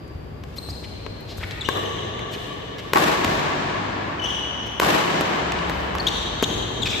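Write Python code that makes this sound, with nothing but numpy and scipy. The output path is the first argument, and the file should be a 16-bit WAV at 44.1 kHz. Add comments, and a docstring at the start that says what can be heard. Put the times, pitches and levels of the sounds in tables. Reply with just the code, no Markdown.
"""Badminton in a bare hall

A doubles rally in a big, very reverberant sports hall, heard from behind the near baseline.
Rackets: filtered clicks for the cork, decaying sines for the strings, noise for the feathers, an end-wall slap.
Soles: gliding tones squeak, grainy noise scuffs, decaying noise stamps and patters.
Hall: decaying noise bands hang for seconds above a shaped-noise rumble and wavering sine hums."""
import sys
import numpy as np
from scipy import signal
from scipy.fft import rfft, irfft
from scipy.io import wavfile
from scipy.ndimage import uniform_filter1d

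SR = 44100
rng = np.random.default_rng(int(sys.argv[2]) if len(sys.argv) > 2 else 0)


def dump(signal):
    """Clip the signal to [-1, 1] and save it as 16-bit WAV at the path in sys.argv[1]."""
    limited = np.clip(np.atleast_2d(signal).T, -1, 1)
    pcm = np.round(limited * 32767).astype(np.int16)
    wavfile.write(sys.argv[1], SR, pcm)


N = 308700

# Racket strokes. Each row: start in seconds, cork knock in dB, knock in Hz, slice from 0 (met flat) to 1 (cut
# across the feathers), feather crack in dB re knock, push of air in Hz, distance in metres, shift to the left
# in dB, end-wall slap in dB, end-wall boom in dB.
STROKES = [ (-0.45, -35.5, 1100, 0, -12, 340, 3.4, 0, 0, 0),
           (0.437, -37, 2920, 0.34, -10.5, 336, 7.5, 0, -17, 0),
           (1.064, -32.5, 1420, 0.44, -23, 427, 5.5, 6.5, -4, 0),
           (1.688, -21, 486, 0.016, -5.5, 411, 5.27, 5.5, 4.5, 4.5),
           (2.934, -11.7, 1150, .62, -9, 340, 13.2, 1.5, 1, 11.5),
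           (3.246, -16.5, 2100, 0.79, -10.5, 250, 6.3, 1, -7, -3),
           (4.799, -11.4, 1150, .9, -9.5, 340, 14.1, 0, -2, 2),
           (5.209, -20, 696, 0.89, -8, 322, 3.9, -1.5, -20, 0),
           (5.952, -26.5, 945, 0.17, -10, 414, 6.6, -4, 6, -2),
           (6.426, -16, 517, .85, -6.5, 339, 2.7, 1.5, -2, 0)]
# String bed modes. Each row: frequency at rest in Hz, level in dB, 60 dB decay time in seconds.
STRING_MODES = [(462, 1, 0.063), (687, 9, 0.019), (1114, 19, 0.052), (1660, 17, 0.035), (1750, 11, 0.043),
                (2310, -1, 0.055)]
# Squeaking slides. Each row: start in seconds, length in seconds, start pitch in Hz, end pitch in Hz, level in
# dB, step to each overtone in dB, roughness from 0 to 1, reach into the hall, written as metres (larger means
# more reverberation and a sooner end-wall echo), shift to the left in dB.
SQUEAKS = [ (-0.30, .03, 4700, 4800, -34.5, -5, .3, 6.5, 0),
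           (0.581, .012, 4140, 4250, -24.5, -6, 0.25, 8.6, 2),
           (0.698, .014, 4460, 5100, -32, -16, 0.4, 5, 5.5), (0.751, .013, 4780, 5000, -41, -16, 0.3, 7, 4),
           (1.609, .007, 3950, 3780, -26, -11, 0.25, 11, 0),
           (1.613, 0.012, 3543, 3470, -22.5, -14, 0.22, 9, 1),
           (1.646, 0.011, 2863, 2935, -27, -11, 0.33, 16, -1),
           (1.654, 0.011, 2970, 3210, -26, -12, 0.35, 11, 1),
           (1.855, 0.013, 3160, 3020, -31, -6, 0.5, 14, 2),
           (1.981, 0.017, 3140, 3400, -29, -18, 0.3, 5.2, -3),
           (4.195, 0.010, 3040, 2990, -24.5, -17, 0.3, 13, 1),
           (4.218, 0.019, 2900, 3100, -21.5, -16, 0.35, 10.5, 2),
           (4.238, 0.011, 2860, 2950, -25, -4, 0.4, 11, 4.5),
           (4.245, 0.020, 2950, 3090, -19, -9.5, 0.42, 12, 1),
           (4.254, 0.022, 3200, 3480, -24.5, -19, 0.5, 12.5, 1),
           (5.998, 0.011, 4530, 4300, -20.5, -17, 0.4, 5.5, 2),
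           (6.067, 0.011, 3260, 3480, -11, -13, .8, 4.8, 1.5),
           (6.074, 0.015, 3570, 3900, -15, -19, 0.8, 7.2, 1.5),
           (6.08, 0.014, 2920, 3080, -23.5, 0, 0.75, 11, 1.5),
           (6.431, 0.017, 3190, 3300, -17, -5.5, .65, 8.3, 4),
           (6.438, .009, 3860, 3550, -16.5, -12, .95, 5, 0),
           (6.819, 0.0128, 3886, 3620, -21.5, -8.5, 0.4, 13.5, 3.5),
           (6.831, 0.007, 3630, 3220, -16, -13.5, 0.54, 8.2, 0.5),
           (6.855, 0.023, 2650, 2420, -19, -9, 0.8, 7.5, 0), (6.902, 0.02, 2750, 2500, -25, -3, 0.9, 7, 0),
           (6.926, 0.025, 2520, 2380, -23, -16, 0.8, 7, 0)]
# Soles brushing the floor. Each row: middle in seconds, length in seconds, centre in Hz, level in dB,
# Q of each of two resonances.
SCUFFS = [(0.08, .012, 7500, -54, 1.1), (0.572, 0.042, 10400, -39, 0.69), (0.575, .04, 3900, -34, 0.93),
          (0.701, 0.052, 5500, -35, 0.67), (0.846, 0.038, 2900, -32, 1.15), (1.209, 0.015, 11150, -50, .84),
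          (1.309, 0.094, 3760, -28.5, 1.1), (1.382, 0.04, 8200, -35.5, .84),
          (1.418, 0.064, 1750, -30, 0.82), (1.438, .024, 2100, -23.3, 1.45),
          (1.517, .024, 3600, -32.5, 1.4), (2.337, 0.079, 5400, -31.5, 0.66),
          (2.343, 0.045, 3000, -25.5, 1.44), (2.793, 0.04, 2440, -28.5, 0.61),
          (4.671, 0.038, 4450, -39, 0.63), (5.589, 0.011, 3420, -28, 2.2), (5.7, 0.032, 10700, -41, 0.48),
          (6.869, 0.044, 2870, -19, 0.83), (6.909, 0.077, 5700, -25.5, 1.8)]
# Hard landings. Each row: start in seconds, sole slap in dB, slap in Hz, floor thud in dB.
LANDINGS = [ (0.151, -50, 300, -28.5), (0.688, -36, 815, -31), (1.382, -37, 696, -31.5),
            (1.43, -32, 900, -32.5), (1.51, -30.5, 3000, -41), (2.193, -31, 2200, -44),
            (3.25, -34, 300, -24.5), (5.521, -21.5, 2100, -32), (5.697, -22, 950, -29),
            (5.952, -25, 900, -33), (5.984, -27, 3270, -41)]
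# Reverberation. Each row: frequency in Hz, echo colour in dB, 60 dB decay time in seconds.
HALL_BANDS = [(68.6, 0.5, 5.6), (114, 2.5, 2.5), (166.5, 9, 5.3), (251, 0, 7.4), (307, 3.5, 3.1),
              (480, 6, 6.2), (766, 5.5, 6.3), (973, 5, 8), (1265, 1, 5.9), (1680, 0.5, 7.7), (3250, 0, 5.4),
              (5600, -0.5, 4), (10400, 5.5, 1.18), (16200, 7, 0.63)]
# Diffuse sound. Each row: frequency in Hz, left-right correlation from -1 to 1.
PORT_CORRELATION = [(60, 0.9), (125, 0.84), (250, 0.8), (500, -0.0072), (1000, -0.12), (4000, 0.076),
                    (10000, -0.25)]
# Rumble spectrum. Each row: frequency in Hz, relative density in dB per Hz.
RUMBLE_SPECTRUM = [(20, -55), (32, -16), (46, -8), (70, -7), (110, -1.5), (165, -8), (320, -7.5), (470, -9),
                   (750, -15), (1400, -20.5), (3000, -25.5), (6000, -38), (13000, -42.5), (16000, -62)]
# Rumble level. Each row: time in seconds, level in dB.
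RUMBLE_LEVEL = [(0, -37), (1.2, -37), (2.701, -37.5), (4.5, -37), (5.801, -37), (7, -30.5)]
# Overall colour of the sound. Each row: frequency in Hz, gain in dB.
TONE_COLOUR = [(22, -15), (45, 3), (4000, -6.5), (8200, -9.5), (8800, -18.5), (9500, -35), (10700, -4.5),
               (13000, -3.5), (14500, -3.5), (15700, -39)]
# Hard, flat surfaces near the end wall. Each row: delay after the slap begins in seconds, level in dB.
BRIGHT_ECHOES = [(.003, -9), (.009, -17), (.017, -5), (0.031, -11)]
# Port imbalance. Each row: frequency in Hz, raise of the left port and cut of the right in dB.
PORT_IMBALANCE = [(100, 1.34), (500, 0.3), (4000, 1.86), (8000, 0.2)]
# End-wall boom. Each row: resonance in Hz, level in dB.
WALL_PANELS = [(330, -2), (1000, 5)]
# Hums that swell and sink. Each row: middle in seconds, length in seconds, pitch in Hz, level in dB.
HUMS = [(0.6, 1.8, 68, -44), (1.5, 2, 99, -42), (2.15, 1.2, 117, -43), (3.95, 1, 102, -42),
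        (4.5, 1.8, 71, -47), (5.75, .9, 71, -38), (6.4, 1.2, 72, -42), (6.2, 2, 50, -44),
        (5.5, 1.1, 173, -39), (6.05, .7, 183, -40), (6.85, 1, 113, -41)]
# Late changes in the wash's level: chiefly a brief swell at about 0.1 s. Each row: delay in seconds, spread in
# seconds, level in dB.
LATE_CHANGES = [(0.074, 0.0042, -0.5), (0.107, 0.004, 3), (.19, .015, 0)]

LEAD = SR // 2  # samples rendered ahead of time zero
TOTAL = N + LEAD
HALL_RADIUS_M = 4.49  # a sound from here feeds the hall at its own level, one from further off feeds it more
END_WALL_M, SOUND_M_PER_S = 17, 343
RING_DB, SLICE_MUTES_DB = 6.5, 26  # string ring re knock when met flat; what a full slice takes from it
THUMP_DB = -5  # push of air re knock at the hall radius; it fades faster with distance
CATCH_S, CATCH_SCATTER = .0125, 0.045  # nominal spacing of a sole's catches; relative pitch scatter when fully rough
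SWELL_DB_PER_S = 97  # a squeak grows as the weight comes onto the foot
SOLE_TOP_HZ = 8500  # rubber damps the overtones above this
HUM_WAVER_HZ, HUM_WAVER_DB = 1.97, 1.5  # deviation of the random knots
CUTOFF_HZ = 16400


def from_db(db):
    """Decibels to gain."""
    return 10 ** (np.asarray(db) / 20)


def at_hz(points, hz, axis=1):
    """Reads one column of a table on a log-frequency axis."""
    points = np.array(points)
    return np.interp(np.log(np.maximum(hz, 1)), np.log(points[:, 0]), points[:, axis])


def seconds(length_s):
    """Time axis of a short sound."""
    return np.arange(int(length_s * SR)) / SR


def impulse(t):
    """A single-sample click."""
    return (t == 0) * 1.


def burst(x, db):
    """Gives a short sound the energy of 10 ms at this level."""
    rms_over_10_ms = np.sqrt(np.sum(x ** 2) / (SR / 100) + 1e-20)
    return from_db(db) * x / rms_over_10_ms


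def resonate(x, hz, q):
    """A two-pole resonance with unit gain at its peak."""
    w = 2 * np.pi * min(hz, SR / 3) / SR
    damp = np.sin(w) / (2 * q)
    return signal.lfilter([damp, 0, -damp], [1 + damp, -2 * np.cos(w), 1 - damp], x)


def resonate_twice(x, hz, q):
    """Two equal resonances in series: steeper skirts."""
    return resonate(resonate(x, hz, q), hz, q)


def soften(x, hz):
    """A yielding contact rounds off the sharpest edges: second-order lowpass."""
    return signal.sosfilt(signal.butter(2, min(hz, SR / 3), fs=SR, output="sos"), x)


def pan(x, left_db):
    """Places a sound to the left or right by level."""
    return x * from_db([[left_db], [-left_db]])


def tracks():
    """Empty tracks: the stereo direct sound, and the mono send to the hall."""
    return np.zeros((2, TOTAL)), np.zeros(TOTAL)


def add(track, s, x):
    """Mixes a sound into a track that starts LEAD samples before time zero."""
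    i = max(LEAD + int(round(s * SR)), 0)
    track[..., i:i + x.shape[-1]] += x[..., :max(TOTAL - i, 0)]


def diffuse(size):
    """Frequencies and spectrum of noise arriving from all sides at two spaced ports."""
    hz = np.fft.rfftfreq(size, 1 / SR)
    mid, side = rfft(rng.standard_normal((2, size)))
    alike = np.clip(at_hz(PORT_CORRELATION, hz), -1, 1)
    common = np.sqrt((1 + alike) / 2) * mid
    opposed = np.sqrt((1 - alike) / 2) * side
    return hz, common + opposed * np.array([[1], [-1]])


def strings(t, doppler):
    """The string bed rings briefly as decaying modes, shifted in pitch by the swing."""
    return sum(from_db(db - 60 * t / t60_s) * np.sin(2 * np.pi * hz * doppler * t)
               for hz, db, t60_s in STRING_MODES)


def flex(x):
    """The strings yield for a few milliseconds: allpasses draw the knock out without changing its colour."""
    for hz in (700, 1400, 2800):
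        x = x - 2 * resonate(x, hz, 2.1)
    return x


def end_wall(x, boom_db):
    """Wall, floor and roof beams return a dense cluster with a mid-range boom and a few sharp echoes."""
    spread_s, panel_q, dull_hz, sharp_hz = .0095, 4, 1700, 3500
    t = seconds(.12)
    _, field = diffuse(len(t))
    cluster = irfft(field, len(t)) * np.exp(-t / spread_s) * np.sqrt(t)
    cluster = cluster / np.sqrt(np.sum(cluster ** 2) / 2)
    boom = sum(from_db(db) * resonate_twice(x, hz, panel_q / 2) for hz, db in WALL_PANELS)
    excitation = soften(x, dull_hz) + from_db(boom_db) * boom
    slap = signal.fftconvolve(excitation[None], cluster, axes=1)
    for lag_s, db in BRIGHT_ECHOES:
        i = int(np.clip(lag_s, 0, t[-1]) * SR)
        slap[:, i:i + len(x)] += from_db(db) * flex(resonate(x, sharp_hz, 0.12))
    return slap


def wall_echo(x, metres, boom_db=0):
    """Delay and sound of the end-wall slap: the further up the court, the sooner and stronger it follows."""
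    path_m = metres + 2 * max(END_WALL_M - metres, 0)
    return (path_m - metres) / SOUND_M_PER_S, metres / path_m * end_wall(x, boom_db)


def rackets(knock_q=0.46, cork_hz=3800, thump_s=0.0014, crack_s=0.0032, crack_hz=6500, crack_q=1.0,
            swing_mach=0.028, ring_hall_db=-3.0, bounce_s=0.003465, bounce_gain=0.43):
    """The cork knocks, the string bed pushes air and rings, the feathers crack; a slice mutes the ring."""
    direct, send = tracks()
    t = seconds(.15)
    click = impulse(t)
    for s, db, knock_hz, sliced, feather_db, thump_hz, metres, left_db, wall_db, boom_db in STROKES:
        far = metres / HALL_RADIUS_M
        ring_db = db + RING_DB - SLICE_MUTES_DB * sliced
        crack_db = db + feather_db
        knock = burst(resonate(soften(click, cork_hz), knock_hz, knock_q), db)
        push = t * np.exp(-t / thump_s) * np.cos(2 * np.pi * thump_hz * t)
        thump = burst(push, db + THUMP_DB) / far
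        flurry = rng.standard_normal(len(t)) * np.sqrt(t) * np.exp(-t / crack_s)
        feathers = burst(resonate(flurry, crack_hz, crack_q), crack_db)
        # summed over all directions the crack has a smooth spectrum
        radiated = knock + thump - burst(resonate(click, crack_hz, crack_q), crack_db)
        # the racket swings away from the listener: its ring is flat here and sharp towards the hall
        ring_here = burst(strings(t, 1 - swing_mach), ring_db)
        ring_away = burst(strings(t, 1 + swing_mach), ring_db + ring_hall_db)
        impact = flex(knock) + thump
        add(direct, s, pan(0.75 * (impact + ring_here), left_db))
        add(direct, s - .001, feathers)
        # floor reflection, later when near
        add(direct, s + bounce_s / np.sqrt(far), pan(bounce_gain * impact, left_db))
        outgoing = radiated + ring_away
        delay_s, slap = wall_echo(outgoing, metres, boom_db)
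        add(direct, s + delay_s, from_db(wall_db) * slap)
        add(send, s, far * outgoing)
    return direct, send


def hall(send, early_gain=0.13, early_s=1.0, level_db=-43.0):
    """Echoes arrive in clumps after a short gap, merge into a smooth wash and die band by band."""
    gap_s, build_s = .006, .013
    clump_s, clump_db, merge_s = .005, 2.5, .4
    t = seconds(5)
    hz, field = diffuse(len(t))
    centres_hz = np.geomspace(70, 16000, 13)
    tail = 0
    for centre_hz, pick in zip(centres_hz, np.eye(len(centres_hz))):
        # overlapping bands that sum to one
        share = at_hz(np.column_stack([centres_hz, pick]), hz) * from_db(at_hz(HALL_BANDS, hz))
        t60_s = at_hz(HALL_BANDS, centre_hz, axis=2)
        tail = tail + irfft(field * share, len(t)) * from_db(-60 * t / t60_s)
    build_up = 1 - np.exp(-np.maximum(t - gap_s, 0) / build_s)
    early = 1 + early_gain * np.exp(-t / early_s)
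    late_db = sum(db * np.exp(-.5 * ((t - delay_s) / spread_s) ** 2)
                  for delay_s, spread_s, db in LATE_CHANGES)
    arrivals_s = np.arange(0, t[-1], clump_s)
    uneven = np.interp(t, arrivals_s, rng.standard_normal(len(arrivals_s)))
    clumps = from_db(clump_db * uneven * np.exp(-t / merge_s))
    response = tail * build_up * early * from_db(late_db) * clumps
    return from_db(level_db) * signal.fftconvolve(send[None], response, axes=1)[:, :TOTAL]


def squeaks(wobble=0.068, flutter=0.52, rasp_db=-10, rasp_q=0.64, tread_width=0.094, glide_share=1.0, echo_db=3):
    """Rubber sticks and slips thousands of times a second: a gliding, stuttering tone with overtones."""
    direct, send = tracks()
    t = seconds(.1)
    for s, length_s, start_hz, end_hz, db, step_db, rough, reach_m, left_db in SQUEAKS:
        hall_share = reach_m / HALL_RADIUS_M
        rough = np.clip(rough, 0, 1)
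        u = np.minimum(t / length_s, 1)  # progress of the slide
        catches = max(round(length_s / CATCH_S), 1)
        # smoothed noise of about unit deviation
        grip, load = uniform_filter1d(rng.standard_normal((2, len(t))), size=49) * 7
        offsets = rng.standard_normal(size=16)[(u * catches).astype(int)]
        unsteady = rough * (wobble * grip + CATCH_SCATTER * offsets)
        glide_hz = start_hz + (end_hz - start_hz) * u
        pitch_hz = glide_hz * (1 + unsteady - unsteady[u < 1].mean())
        phase = 2 * np.pi * np.cumsum(pitch_hz) / SR
        overtones = [(k, from_db(step_db * (k - 1)) / np.sqrt(1 + (k * end_hz / SOLE_TOP_HZ) ** 12))
                     for k in (1, 2, 3)]
        tone = sum(gain * np.sin(k * phase) for k, gain in overtones)
        scrape = resonate(rng.standard_normal(len(t)), end_hz, rasp_q)
        rasp = rough * from_db(rasp_db) * soften(scrape, SOLE_TOP_HZ)
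        stutter = np.abs(np.sin(np.pi * catches * u)) ** 0.47 * from_db(SWELL_DB_PER_S * t)
        chirp = burst((tone + rasp) * np.exp(flutter * rough * load) * stutter, db)
        # on a rough slide each rib of the tread has its own pitch: the hall gathers them into a band
        centre_hz = (start_hz + end_hz) / 2
        width_hz = tread_width * centre_hz + glide_share * abs(end_hz - start_hz)
        edges_hz = centre_hz + width_hz * np.array([-.5, .5])
        ribs = 0
        for k, gain in overtones:
            bandpass = signal.butter(2, k * edges_hz, "band", fs=SR, output="sos")
            ribs = ribs + gain * signal.sosfilt(bandpass, impulse(t))
        band = burst(ribs, db)
        add(direct, s, pan(chirp, left_db))
        delay_s, echo = wall_echo(chirp, reach_m)
        add(direct, s + delay_s, from_db(echo_db) * echo)
        add(send, s, hall_share * (np.sqrt(1 - rough ** 2) * chirp + rough * band))
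    return direct, send


def rumble():
    """The building's low noise, steady until it rises near the end."""
    hz, field = diffuse(N)
    noise = irfft(field * from_db(at_hz(RUMBLE_SPECTRUM, hz)), N)
    level_db = np.interp(np.arange(N) / SR, *np.transpose(RUMBLE_LEVEL))
    return noise / np.std(noise) * from_db(level_db)


def hums():
    """Narrow low tones come and go in the building, wavering in pitch and level."""
    t, out = np.arange(N) / SR, 0
    knots_s = np.arange(0, 8, .2)
    for s, length_s, hz, db in HUMS:
        stray, flicker = (np.interp(t, knots_s, row) for row in rng.standard_normal((2, len(knots_s))))
        swell = np.cos(np.pi * np.clip((t - s) / length_s, -.5, .5))
        phase = 2 * np.pi * np.cumsum(hz + HUM_WAVER_HZ * stray) / SR
        out = out + from_db(db + HUM_WAVER_DB * flicker) * swell * np.sin(phase)
    return np.sqrt(2) * out  # table levels are RMS


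def scuffs(grain_db=5, hall_db=5.0):
    """A sliding sole that does not sing gives a short grainy rub."""
    direct, send = tracks()
    for s, length_s, hz, db, rub_q in SCUFFS:
        u = seconds(length_s) / length_s
        grains = rng.standard_normal(len(u)) * from_db(grain_db * rng.standard_normal(len(u)))
        rub = burst(resonate_twice(grains * np.sin(np.pi * u) ** 2, hz, rub_q), db)
        add(direct, s - length_s / 2, rub)
        add(send, s - length_s / 2, from_db(hall_db) * rub)
    return direct, send


def steps(thud_hz=75, thud_s=0.02, slap_s=.0013, rubber_hz=8000):
    """A landing foot slaps the court and thuds through the floor: two decaying noises."""
    direct, send = tracks()
    t = seconds(.15)
    for s, slap_db, slap_hz, thud_db in LANDINGS:
        weight, sole = rng.standard_normal((2, len(t)))
        thud = resonate_twice(weight * np.exp(-t / thud_s), thud_hz, 0.81)
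        slap = soften(resonate(sole * np.exp(-t / slap_s), slap_hz, 1), rubber_hz)
        step = burst(thud, thud_db) + burst(slap, slap_db)
        add(direct, s, step)
        add(send, s, step)
    return direct, send


def footwork(per_s=9, level_db=-36, spread_db=3, patter_hz=290, patter_s=0.0089):
    """Light steps patter from about 0.6 s on: short resonant noises, uneven in time and level."""
    direct, send = tracks()
    t = seconds(.06)
    for k in range(70):
        late, size = rng.standard_normal(2)
        pat = resonate_twice(rng.standard_normal(len(t)) * np.exp(-t / patter_s), patter_hz, 0.53)
        pat = burst(pat, level_db + spread_db * size)
        s = .6 + (k + .3 * late) / per_s
        add(direct, s, 0.84 * pat)
        add(send, s, pat)
    return direct, send


def scene():
    """Players on the court, the hall's answer, the rumble and its hums."""
    direct, send = tracks()
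    for source in (rackets, squeaks, scuffs, steps, footwork):
        source_direct, source_send = source()
        direct, send = direct + source_direct, send + source_send
    return (direct + hall(send))[:, LEAD:] + rumble() + hums()


def record(dry):
    """An overall colour shapes both ports, the left more sensitive; peaks are rounded and the top is cut."""
    hz = np.fft.rfftfreq(2 * N, 1 / SR)
    ports_db = at_hz(TONE_COLOUR, hz) + at_hz(PORT_IMBALANCE, hz) * np.array([[1], [-1]])
    coloured = irfft(rfft(dry, 2 * N) * from_db(ports_db))[:, :N]
    rounded = coloured / (1 + (coloured / .9) ** 4) ** .25
    return signal.sosfilt(signal.ellip(10, .2, 80, CUTOFF_HZ, fs=SR, output="sos"), rounded)


dry = scene()
out = record(dry)
dump(out)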